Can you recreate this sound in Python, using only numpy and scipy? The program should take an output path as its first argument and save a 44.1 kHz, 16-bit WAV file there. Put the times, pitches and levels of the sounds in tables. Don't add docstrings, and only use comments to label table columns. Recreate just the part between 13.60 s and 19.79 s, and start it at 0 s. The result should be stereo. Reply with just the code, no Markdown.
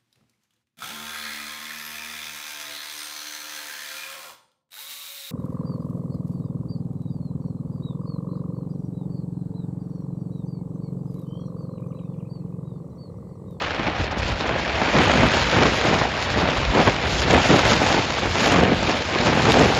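import sys
import numpy as np
from scipy import signal
from scipy.fft import rfft, irfft, next_fast_len
from scipy.io import wavfile
from scipy.ndimage import uniform_filter1d

SR = 44100
rng = np.random.default_rng(int(sys.argv[2]) if len(sys.argv) > 2 else 0)


def master_out(mix):
    frames = np.transpose(np.atleast_2d(mix))
    ceiling = np.clip(frames, -1, 1)
    pcm = np.round(ceiling * 32767).astype(np.int16)
    wavfile.write(sys.argv[1], SR, pcm)


def to_linear_factor(level_db):
    exponent = np.asarray(level_db, float) / 20
    return 10 ** exponent


N = 272979


def in_time(rows):
    return np.interp(np.arange(N) / SR, *np.transpose(rows))


def at_hz(points, hz, axis=1):
    points = np.array(points)
    return np.interp(np.log(hz), np.log(points[:, 0]), points[:, axis])


def rms_one(x):
    return x / np.sqrt(np.mean(x ** 2, axis=-1, keepdims=True) + 1e-20)


def about_mean(db):
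    return db - 10 * np.log10(np.mean(to_linear_factor(db) ** 2))


def band_pass(x, low_hz, high_hz):
    return signal.sosfilt(signal.butter(2, [low_hz, high_hz], "band", fs=SR, output="sos"), x)


def drift(rate):
    r = np.exp(-40 * np.pi * rate / SR)
    noise = rng.standard_normal(N // 20 + 2002)
    slow = signal.lfilter([1], [1, -2 * r, r * r], noise)[2000:]
    return np.interp(np.arange(N) / 20, np.arange(len(slow)), rms_one(slow))


def swells(base_db, rows, octaves=0):
    focus = 0.18
    t = np.arange(0, N, 64) / SR
    power = 0
    for s, peak_db, half_s, *tilt in rows:
        db = peak_db + octaves * sum(tilt) - focus * abs(octaves) * max(peak_db, 0)
        power = power + to_linear_factor(db) ** 2 * np.exp(-((t - s) / max(half_s, .008)) ** 2)
    return 10 * np.log10(to_linear_factor(base_db) ** 2 + np.interp(np.arange(N) / SR, t, power))


def grainy(per_s, spread_db, share, channels, flow):
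    sizes = -to_linear_factor(spread_db * np.minimum(rng.exponential(1, (channels, N)), 4))
    struck = rng.random((channels, N)) < per_s * to_linear_factor(4.0 * flow) / SR
    pulses = rms_one(sizes * struck)
    brief = signal.sosfilt(signal.butter(2, 140, "high", fs=SR, output="sos"), pulses)
    share = np.clip(share, 0, 1)
    return np.sqrt(1 - share) * rng.standard_normal((2, channels, N)) + np.sqrt(share) * brief


def bursts(rows, decay_s, low_hz, high_hz, offset_db):
    noise = band_pass(rng.standard_normal(N), low_hz, high_hz)
    out = np.zeros(N)
    for s, peak_db in rows:
        part = slice(round(s * SR), round((s + .12) * SR))
        age = np.arange(len(out[part])) / SR / decay_s
        burst = noise[part] * np.sqrt(age) * np.exp(-age)
        out[part] += to_linear_factor(peak_db + offset_db) * burst / np.abs(burst).max()
    return out


# (frequency [Hz], depth [dB])
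FLUTTER_DEPTH = [(40, -2.5), (100, -0.3), (250, 3), (600, 3), (2000, 1.5), (5000, 2), (10000, 2)]


def bank(excite, colour, anchors_hz, curves, together, own_db):
    octaves = np.log2(colour[-1][0] / colour[0][0])
    edges = colour[0][0] * 2 ** np.arange(0, octaves, .4)
    out = 0
    for k, (low, high) in enumerate(zip(edges, edges[1:])):
        hz = np.sqrt(low * high)
        band = rms_one(band_pass(excite[k % 2], low, high))
        place = np.interp(np.log(hz), np.log(anchors_hz), np.arange(len(curves)))
        level = sum(max(0, 1 - abs(place - i)) * c for i, c in enumerate(curves))
        shake = rms_one(to_linear_factor(together * at_hz(FLUTTER_DEPTH, hz) + own_db * drift(22)))
        out = out + to_linear_factor(level) * np.sqrt(high - low) * shake * band
    size = next_fast_len(N + 4096)
    gain = to_linear_factor(at_hz(colour, np.fft.rfftfreq(size, 1 / SR) + 1))
    return irfft(rfft(out, size) * gain, size)[:, :N]


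# (frequency [Hz], density [dB per Hz])
SURF_SPECTRUM = [(500, -54), (900, -57.5), (1500, -55.5), (2500, -56.5), (4000, -62), (6000, -69),
                 (8000, -73), (10000, -81), (11500, -82), (15000, -88)]
# (time [s], level [dB])
SURF_SWELL = [(0.0, -30.5), (0.6, -31.5), (1.12, -29.5), (1.52, -24.5), (1.85, -24.5), (2.21, -25.5),
              (2.55, -29), (3.2, -28), (3.5, -29.5), (3.86, -24), (4.3, -25), (4.48, -29.5), (4.7, -30.5),
              (4.9, -29), (5.15, -30.5), (5.5, -30.5), (5.84, -26), (6.19, -26)]
# (time [s], level [dB])
HANGING_MIST = [(0.0, -5), (0.48, -17), (0.95, -7.5), (1.43, 2), (1.9, 2.5), (2.38, 0.9), (2.86, -11.5),
                (3.33, -19.2), (3.81, -8), (4.29, 4.5), (4.76, -19.5), (5.24, -2), (5.71, -0.5), (6.19, 3)]
# (time [s], peak level [dB], half length [s])
SPRAY_SHEETS = [(0.27, -10, 0.053), (0.415, -3.5, 0.044), (0.52, -4, 0.0088), (0.588, 0, 0.0086),
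                (0.673, -2.5, 0.055), (0.8, -4, 0.031), (0.875, -3, 0.0082), (0.997, -3, 0.011),
                (1.771, 1.5, 0.026), (2.16, 1.0, 0.02), (2.632, 1.2, 0.025), (2.717, 1.5, 0.021),
                (2.798, -0.2, 0.027), (2.952, -1.5, 0.14), (3.238, 1.5, 0.119), (3.554, 4, 0.1),
                (3.722, 3, 0.028), (3.9, 5, 0.14), (4.1, 5.5, 0.057), (4.64, -0.5, 0.46), (4.859, 4, 0.11),
                (5.303, -1.6, 0.068), (5.658, 3, 0.039), (5.942, 4, 0.12)]


def surf(together):
    carried = 0.42
    steady = in_time(STEADY_WIND)
    lift = swells(steady, WIND_GUSTS, 1) - steady
    roar = about_mean(in_time(SURF_SWELL) + carried * lift)
    spray = about_mean(swells(in_time(HANGING_MIST), SPRAY_SHEETS))
    excite = grainy(per_s=500, spread_db=8.5, share=0.36, channels=1, flow=drift(25))
    shaken = rms_one(together + 0.44 * drift(79) + 3.5 * drift(220))
    curves = [roar, spray, 1.87 * spray]
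    return bank(excite, SURF_SPECTRUM, [2000, 5000, 9500], curves, shaken, own_db=0.94)[0]


# (time [s], peak level [dB])
SPRAY_DROPS = [(0.583, -22), (0.8669, -25), (1.207, -20), (1.376, -15), (1.482, -16), (2.446, -19),
               (2.788, -24), (2.9048, -17), (2.976, -20), (3.276, -11.5), (3.523, -13), (3.6037, -9.5),
               (3.729, -12), (3.768, -16), (3.872, -21), (4.068, -26), (4.734, -26), (4.9217, -10),
               (5.003, -21), (5.1447, -27), (5.1711, -28), (5.23, -13), (5.5238, -21), (5.901, -17),
               (5.9938, -5.5)]


def drops():
    return bursts(SPRAY_DROPS, decay_s=0.001, low_hz=1500, high_hz=9500, offset_db=-3)


# (time [s], peak level [dB])
AIR_SLAPS = [(0.197, -17), (0.27, -17), (0.398, -19), (0.7, -9), (0.892, -9), (1.385, -2), (1.506, -11),
             (1.634, -4.5), (1.843, -11.5), (3.275, -16), (3.746, -1), (4.919, -12), (5.225, -13.5),
             (5.689, -9), (5.898, -4.5), (5.941, 0)]


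def slaps():
    return bursts(AIR_SLAPS, decay_s=0.0011, low_hz=298, high_hz=2800, offset_db=-5.0)


# (time [s], peak level [dB])
STRONG_EDDIES = [(0.195, -6), (0.7, -17.5), (0.892, -7), (0.933, -22), (1.216, 0.5), (1.28, -6), (1.495, 0),
                 (1.632, 2.5), (1.767, -2.5), (1.926, -1), (2.055, 0.5), (2.25, -4.5), (2.413, -1),
                 (2.451, -4), (2.757, -7), (3.16, -4.5), (3.273, 5.5), (4.058, 1), (4.217, -2), (4.302, -2),
                 (4.343, -0.5), (4.583, -7), (4.655, -9), (4.915, -14), (5.226, -2), (5.557, -4),
                 (5.669, -4), (5.795, 0.5), (5.951, 4), (5.995, -5.5)]


def eddies():
    return bursts(STRONG_EDDIES, decay_s=0.0045, low_hz=146, high_hz=980, offset_db=-7.5)


# (frequency [Hz], density [dB per Hz])
WIND_SPECTRUM = [(22, -74), (35, -62), (60, -45.5), (110, -45), (250, -45.5), (450, -48.5), (800, -50),
                 (1200, -59), (2400, -70)]
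# (time [s], level [dB])
STEADY_WIND = [
    (0.0, -7.5),
    (0.69, -6.5),
    (1.38, -4),
    (2.06, -1),
    (2.75, -5.8),
    (3.44, -4.5),
    (4.13, 4),
    (4.81, -10),
    (5.5, -7.5),
    (6.19, 4),
]
# (time [s], peak level [dB], half length [s], brightness [dB per octave])
WIND_GUSTS = [(0.207, -4, 0.02, -1), (0.278, -1.8, 0.026, 0.7), (0.408, 1.5, 0.01, 0),
              (0.577, -3.5, 0.0067, -1), (0.699, -3, 0.012, -2), (0.922, -3.0, 0.049, 1),
              (1.28, -3, 0.11, 3), (1.391, 8.5, 0.038, -1.5), (1.488, 5.5, 0.023, 0.5),
              (1.607, 4.5, 0.077, -1), (2.003, 9, 0.043, 0.6), (2.31, 4.5, 0.053, 0.5),
              (2.43, -5, 0.022, 7.5), (2.844, 1, 0.076, 0.7), (3.189, 9, 0.032, 2.5),
              (3.279, 7.5, 0.019, 0.3), (3.458, 0, 0.02, 1.8), (3.657, -4, 0.01, -5),
              (3.749, 9.5, 0.048, 1.3), (3.931, 14, 0.025, -1.7), (4.06, 0.5, 0.15, 3.5),
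              (4.385, 6, 0.015, 2), (4.659, 1, 0.02, 1.8), (4.926, 6.5, 0.11, 1.8), (5.058, 7, 0.077, -2),
              (5.314, 0.9, 0.057, 2), (5.685, 8, 0.013, 2), (5.707, 2.1, 0.12, 0.5),
              (5.883, 12.5, 0.023, 1.5), (6.008, 10, 0.069, -.2)]
# (time [s], peak level [dB], half length [s])
AIR_SHOVES = [(0.416, -0.5, 0.065), (0.666, 6.5, 0.075), (1.213, -9, 0.07), (1.408, 0.5, 0.067),
              (1.648, 4, 0.068), (1.835, 5.5, 0.044), (2.033, 3, 0.073), (2.301, 3.6, 0.041),
              (2.429, 3, 0.022), (2.772, 2, 0.1), (3.013, 11, 0.028), (3.094, 15, 0.017),
              (3.177, -5, 0.019), (3.309, 6, 0.071), (3.54, 13, 0.021), (3.645, 5, 0.053),
              (3.747, 12, 0.028), (3.928, 1.5, 0.28), (4.688, 5.5, 0.044), (5.016, 4, 0.12),
              (5.242, 4.5, 0.042), (5.68, 3, 0.022), (5.84, 5.5, 0.03), (6.026, 3, 0.049)]
CALM_LEVELS = [
    -4.7,
    -1.6,
    1,
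]


def wind(together):
    excite = grainy(per_s=300, spread_db=3.0, share=0.41, channels=2, flow=together)
    steady = in_time(STEADY_WIND)
    rumble = swells(-3 + 0.36 * (steady - steady.mean()), AIR_SHOVES)
    gusty = [swells(steady + db, WIND_GUSTS, octave) for db, octave in zip(CALM_LEVELS, [-1, 0, 1])]
    curves = [about_mean(c) for c in [rumble] + gusty]
    return bank(excite, WIND_SPECTRUM, [65, 185, 410, 850], curves, together, own_db=0.64)


# (frequency [Hz], phase, left lags if < 0 [rad], left-right level [dB])
PORT_DIFFERENCE = [(150, -.36, 0), (330, -.26, .3), (650, -.42, 1.6), (1050, -.2, 2.8), (1500, -.02, 1.3),
                   (2100, 0, 0), (3000, .36, 0), (4600, .17, 0), (5350, .25, 0), (5800, -1.55, 0),
                   (6700, -.55, 0), (7450, -2.0, 0), (9100, -3.14, 0), (11600, -5.0, 0)]
# (frequency [Hz], level re the common part [dB])
LOCAL_WIND = [(40, -13), (150, -11.2), (330, -14), (650, -5.5), (1050, -4), (1400, -6), (2000, -12)]


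def two_ports(common, local):
    size = next_fast_len(N + 4096)
    hz = np.maximum(np.fft.rfftfreq(size, 1 / SR), 1)
    phase = at_hz(PORT_DIFFERENCE, hz, axis=1)
    level_db = at_hz(PORT_DIFFERENCE, hz, axis=2)
    half = np.exp(.5j * phase) * to_linear_factor(.5 * level_db)
    both = rfft(common, size)
    apart = rfft(local, size) * to_linear_factor(at_hz(LOCAL_WIND, hz))
    return irfft(np.array([both * half + apart, both / half - apart]), size)[:, :N]


# (frequency [Hz], sum depth [dB], difference depth [dB])
LINE_DEPTH = [(300, 30, 24), (1400, 24, 15), (3000, 22, 14), (5800, 18, 11), (6700, 14, 4), (7300, 11, 14),
              (7700, 3, 16), (9000, 0, 14), (10300, -1, 10), (11500, 1, 2.5)]
FULL_MOMENTS = [
    .15,
    .48,
    .59,
    1.42,
    1.65,
    3.72,
    5.03,
    5.15,
]


def joint_stereo(x):
    sum_and_difference = [x[0] + x[1], x[0] - x[1]]
    padded = np.pad(sum_and_difference, [(0, 0), (0, 4096)], "reflect") / 2
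    hz, t, pair = signal.stft(padded, SR, nperseg=2048, boundary="even")
    power = np.abs(pair) ** 2
    both = uniform_filter1d(power.sum(axis=0), size=21, axis=0)
    waver = rng.standard_normal((2, len(hz) // 10 + 1, len(t)))
    waver = np.repeat(waver, 10, axis=1)[:, :len(hz)]
    waver = waver + (hz[:, None] > 9300) * rng.standard_normal(len(t)) * 0.8
    depth = np.array([at_hz(LINE_DEPTH, np.maximum(hz, 1), axis=k)[:, None] for k in (1, 2)])
    limit = both * to_linear_factor(5.6 * waver - depth) ** 2
    limit[:, :, np.searchsorted(t, FULL_MOMENTS)] *= to_linear_factor(-60)
    lost = uniform_filter1d(power, size=5, axis=1) < limit
    mid, side = signal.istft(pair * ~lost, SR, nperseg=2048)[1][:, :N]
    return np.array([mid + side, mid - side])


def scene():
    together = rms_one(drift(45) + 0.99 * drift(130))
    common, local = wind(together)
    return two_ports(common + eddies() + surf(together) + drops() + slaps(), local)


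def roll_off(x):
    return signal.sosfilt(signal.butter(12, 12900, fs=SR, output="sos"), x)


def record(dry):
    rounded = 1.12 * np.tanh(dry / 1.12)
    cut = signal.sosfilt(signal.cheby2(16, 60, 12100, fs=SR, output="sos"), rounded)
    mix = joint_stereo(cut)
    return roll_off(mix)


dry = scene()
out = record(dry)
master_out(out)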